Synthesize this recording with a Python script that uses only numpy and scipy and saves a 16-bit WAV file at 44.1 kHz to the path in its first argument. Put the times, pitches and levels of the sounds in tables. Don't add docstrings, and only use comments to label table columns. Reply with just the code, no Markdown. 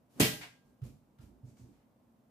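import sys
import numpy as np
from scipy import signal
from scipy.fft import rfft, irfft, next_fast_len
from scipy.io import wavfile

SR = 44100
rng = np.random.default_rng(int(sys.argv[2]) if len(sys.argv) > 2 else 0)


def inscribe(sig):
    pcm = np.round(np.clip(np.atleast_2d(sig).T, -1, 1) * 32767)
    wavfile.write(sys.argv[1], SR, pcm.astype(np.int16))


N = 101429
T = np.arange(N) / SR
CUT_S, TABLE_PAN_DB = .1972, -2

# t/s, length/s, f/Hz, thump level/dB, board drive/dB
KNOCKS = [(.1990, .011, 256, -17.5, -24.5), (.2090, 0.017, 126.9, -23, -35), (.2250, .012, 204.8, -19, -33)]
# t/s, length/s, f/Hz, level/dB
THUDS = [(.8135, 0.035, 120.8, -33), (1.188, 0.027, 119, -46), (1.222, 0.036, 90, -47),
         (1.426, .042, 117.8, -42), (1.474, 0.029, 115, -49.5), (1.598, 0.044, 107, -48.5),
         (1.632, 0.022, 101, -47.5)]


def cut():
    # f/Hz, relative density/dB
    spectrum = [(200, -8.5), (600, 2), (1150, -7), (1900, 2.5), (2300, 1.5), (2800, 3), (3800, -1),
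                (6000, -4.5), (9000, -8), (13500, -3), (16000, -14)]
    snaps = stereo(grains(per_s=9000, spread_db=2), spectrum, width=1.25)
    return from_db(-27) * burst(CUT_S, attack_s=.0057, hold_s=.019, t60_s=.1) * snaps


def splits():
    # t/s, level/dB
    cracks = [(0.1984, -27), (0.2043, -25.5), (.2120, -29)]
    # f/Hz, relative density/dB
    spectrum = [(400, -6), (900, 1.5), (2000, -6.5), (4000, -8), (7500, 4.5), (11000, -1.5), (14000, -0.5),
                (16000, -5.5)]
    envelope = bursts(cracks, attack_s=.0008, hold_s=.0026, t60_s=.022)
    return envelope * stereo(grains(per_s=16000, spread_db=1.5), spectrum)


def knocks():
    thumps = bumps([row[:4] for row in KNOCKS])
    ring = board([(s + .0005, drive_db) for s, _, _, _, drive_db in KNOCKS])
    return panned(lagged(thumps + ring, right_lag_s=-.00015), db=-1)


def board(blows):
    # f/Hz, gain/dB, t60/s
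    modes = [(89.2, -14, 0.12), (129.06, -6, .4), (207.9, -6, .21), (245, -10, .36), (273.3, -5.5, .18),
             (336.2, -3.5, .17), (433.8, -0.5, 0.1891), (556, -9.5, 0.22), (617.3, -12, .19),
             (699, -17, .16), (951.6, -18, .11)]
    impulses, ring = np.full(N, 1e-18), 0
    for s, db in blows:
        impulses[int(s * SR)] += from_db(db)
    for k, (hz, db, t60_s) in enumerate(modes):
        radius, angle = np.exp(-np.log(1000) / (t60_s * SR)), 2 * np.pi * hz / SR
        mode = signal.lfilter([0, np.sin(angle)], [1, -2 * radius * np.cos(angle), radius ** 2], impulses)
        ring = ring + (-1) ** k * from_db(db) * mode
    return butterworth(ring, "high", hz=79)


def blade():
    # f/Hz, level/dB, t60/s
    modes = [(1610, -45, .75), (1953, -37, .4), (2758, -36, .45), (3183, -40, .45), (7943, -41, .3)]
    phases = rng.uniform(0, 2 * np.pi, (len(modes), 2, 1))
    return sum(from_db(db) * burst(CUT_S, .015, 0, t60_s) * np.sin(2 * np.pi * hz * T + phase)
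               for (hz, db, t60_s), phase in zip(modes, phases))


def thuds():
    ring = board([(s + .01203, db - 20.5) for s, _, _, db in THUDS])
    soft_ring = butterworth(ring, "low", hz=300)
    return panned(lagged(bumps(THUDS) + soft_ring, right_lag_s=.0004), TABLE_PAN_DB)


def swing():
    # f/Hz, relative density/dB
    hiss_spectrum = [(200, 5.5), (600, 4.5), (1500, -6), (5000, -6), (11000, -7), (16000, -12)]
    # f/Hz, relative density/dB
    puff_spectrum = [(30, -32), (90, -9.5), (200, 0.5), (400, -10.5), (1000, -21), (4000, -43.5)]
    start_s, attack_s, hiss_db_per_s, puff_db_per_s = .087, .02, 139.5, 422
    gate = burst(start_s, attack_s, hold_s=CUT_S - start_s - attack_s, t60_s=.05)
    until_cut_s = np.maximum(CUT_S - T, 0)
    hiss = from_db(-63 - hiss_db_per_s * until_cut_s) * stereo(noise(), hiss_spectrum)
    puff = from_db(-46.5 - puff_db_per_s * until_cut_s) * stereo(noise(), puff_spectrum)
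    return gate * (hiss + puff)


def sleeve():
    # t/s, hold/s, level/dB
    rustles = [(0.405, 0.023, -47), (0.518, 0.0082, -77), (1.724, 0.083, -82.5)]
    # f/Hz, relative density/dB
    spectrum = [(200, -7), (700, 0), (1300, 0.5), (2200, 5.5), (3500, -1.5), (6000, -8), (10000, -16.5),
                (16000, -22)]
    envelope = sum(from_db(db) * burst(s, .012, hold_s, t60_s=.18) for s, hold_s, db in rustles)
    return envelope * stereo(grains(per_s=8500, spread_db=1), spectrum)


def tilts():
    # t/s, attack/s, hold/s, crackle level/dB, rumble level/dB
    rolls = [(0.63, .025, 0.054, -84.5, -69), (0.833, 0.0043, 0.036, -66.5, -52),
             (1.201, 0.016, 0.023, -72, -58), (1.278, 0.014, 0.09, -106, -65),
             (1.428, .015, 0.069, -83.5, -64.5), (1.581, .015, 0.1, -83.5, -62.5)]
    # f/Hz, relative density/dB
    crackle_spectrum = [(300, 3.5), (1200, -10), (2300, 1), (3500, -2.5), (6000, -2), (9000, -4),
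                        (13500, -4), (16000, -13)]
    # f/Hz, relative density/dB
    rumble_spectrum = [(25, -14), (55, 0), (110, -11), (170, -3.5), (240, 5), (340, -6.5), (500, -16.5),
                       (900, -24.5), (3000, -53)]
    crackle = stereo(grains(per_s=3500, spread_db=1), crackle_spectrum)
    rumble = panned(stereo(noise(), rumble_spectrum), TABLE_PAN_DB)
    out = 0
    for s, attack_s, hold_s, crackle_db, rumble_db in rolls:
        envelope = burst(s, attack_s, hold_s, t60_s=.21)
        out = out + envelope * (from_db(crackle_db) * crackle + from_db(rumble_db) * rumble)
    return out


def sway():
    hz, t60_s = 52.57, .63
    knock_s, _, _, knock_db, _ = KNOCKS[0]
    blows = [(knock_s, knock_db - 39)] + [(s, db - 24) for s, _, _, db in THUDS]
    hum = sum(from_db(db) * burst(s, .027, 0, t60_s) * np.sin(2 * np.pi * hz * (T - s)) for s, db in blows)
    return panned(hum, TABLE_PAN_DB)


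def ticks():
    # t/s, level/dB
    contacts = [(0.816, -68), (1.185, -69.5), (1.567, -73.5)]
    # f/Hz, relative density/dB
    spectrum = [(400, 0), (1000, 2), (1350, 5), (1900, -2), (2400, -3.5), (3500, -4.5), (7000, -13),
                (16000, -15)]
    envelope = bursts(contacts, attack_s=.0019, hold_s=.0036, t60_s=.065)
    return envelope * stereo(grains(per_s=3700, spread_db=-4.5), spectrum)


def leaves():
    # t/s, level/dB
    shakes = [(1.44, -76), (1.553, -73.5), (1.69, -87)]
    # f/Hz, relative density/dB
    spectrum = [(500, -12), (2000, 0), (3500, -5), (5200, 1), (7500, 2), (10000, -5), (13000, -7.5),
                (16000, -9)]
    envelope = bursts(shakes, attack_s=.028, hold_s=.033, t60_s=.25)
    return envelope * stereo(grains(per_s=12000, spread_db=1.5), spectrum)


def room_response():
    # f/Hz, t60/s
    decay = [(60, 0.45), (200, 0.38), (600, 0.39), (2000, 0.34), (5000, 0.4), (10000, .42), (16000, 0.31)]
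    delay_s, build_s, t = .0044, .008, T[:SR]
    bins = rfft(stereo(noise(), [(20, 0), (20000, 0)], width=1.1)[:, :SR])
    log_hz = np.log(np.maximum(np.arange(SR // 2 + 1), 1))
    centres_hz, tail = np.geomspace(60, 15360, 9), 0
    for hz, weights in zip(centres_hz, np.eye(len(centres_hz))):
        octave = irfft(bins * np.interp(log_hz, np.log(centres_hz), weights), SR)
        tail = tail + octave * 1e-3 ** (t / at_hz(decay, hz))
    return rms_one(tail * np.clip((t - delay_s) / build_s, 0, 1)) / np.sqrt(SR)


def room_tone():
    # f/Hz, relative density/dB
    spectrum = [(25, -47), (40, -27), (56, -6.5), (75, -15), (126, -3.5), (178, -9), (232, -1), (297, -10),
                (400, -16), (552, -14.5), (900, -19), (1800, -32), (4400, -39.5), (9300, -41),
                (15500, -38.5)]
    return panned(from_db(-68) * stereo(noise(), spectrum), db=-.22)


def from_db(db):
    return 10 ** (np.asarray(db) / 20)


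def rms_one(x):
    return x / np.sqrt(np.mean(x ** 2) + 1e-20)


def at_hz(points, hz):
    points_hz, values = np.transpose(points)
    return np.interp(np.log(np.maximum(hz, 1)), np.log(points_hz), values)


def butterworth(x, kind, hz):
    return signal.sosfilt(signal.butter(2, hz, kind, fs=SR, output="sos"), x)


def noise():
    return rng.standard_normal((2, N))


def grains(per_s, spread_db):
    size = from_db(spread_db * np.minimum(rng.exponential(1, (2, N)), 4))
    return size * rng.choice([-1, 1], (2, N)) * (rng.random((2, N)) < per_s / SR)


def burst(start_s, attack_s, hold_s, t60_s):
    release_s = np.maximum(T - start_s - attack_s - hold_s, 0)
    return np.clip((T - start_s) / attack_s, 0, 1) * 1e-3 ** (release_s / t60_s)


def bursts(events, attack_s, hold_s, t60_s):
    return sum(from_db(db) * burst(s, attack_s, hold_s, t60_s) for s, db in events)


def bumps(blows):
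    out = 0
    for s, length_s, hz, db in blows:
        window = np.sin(np.pi * np.clip((T - s) / length_s, 0, 1)) ** 2
        out = out + from_db(db) * window * np.sin(2 * np.pi * hz * (T - s))
    return out


def stereo(streams, spectrum, width=1):
    # f/Hz, correlation at width 1
    likeness = [(60, 1), (300, 0.8), (600, 0.55), (1200, 0.16), (4000, 0.16), (16000, 0.18)]
    size = next_fast_len(N)
    hz = np.arange(size // 2 + 1) * SR / size
    gain = from_db(at_hz(spectrum, hz)) * hz ** 2 / (hz ** 2 + 25 ** 2)
    apart = np.clip((1 - at_hz(likeness, hz)) * width, 0, 1)
    mid, side = rfft(streams, size) * gain * np.sqrt([2 - apart, apart])
    return rms_one(irfft(np.array([mid + side, mid - side]), size)[:, :N])


def panned(x, db):
    return x * from_db(db * np.array([[1], [-1]]))


def lagged(x, right_lag_s):
    return np.array([x, np.interp(T - right_lag_s, T, x)])


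def scene():
    # signal, room send/dB
    sources = [(splits(), -12), (cut(), 2), (blade(), -12), (knocks(), -7.5), (sleeve(), -8),
               (thuds(), -6.5), (ticks(), 4), (tilts(), -3.5), (leaves(), -3)]
    direct = sum(x for x, _ in sources)
    send = butterworth(sum(from_db(db) * x for x, db in sources), "high", hz=30)
    reverb = signal.fftconvolve(send, room_response(), axes=1)[:, :N]
    return direct + reverb + sway() + swing() + room_tone()


def record(dry):
    cutoff_hz = 15050
    return signal.sosfilt(signal.ellip(10, .2, 80, cutoff_hz, fs=SR, output="sos"), dry)


dry = scene()
out = record(dry)
inscribe(out)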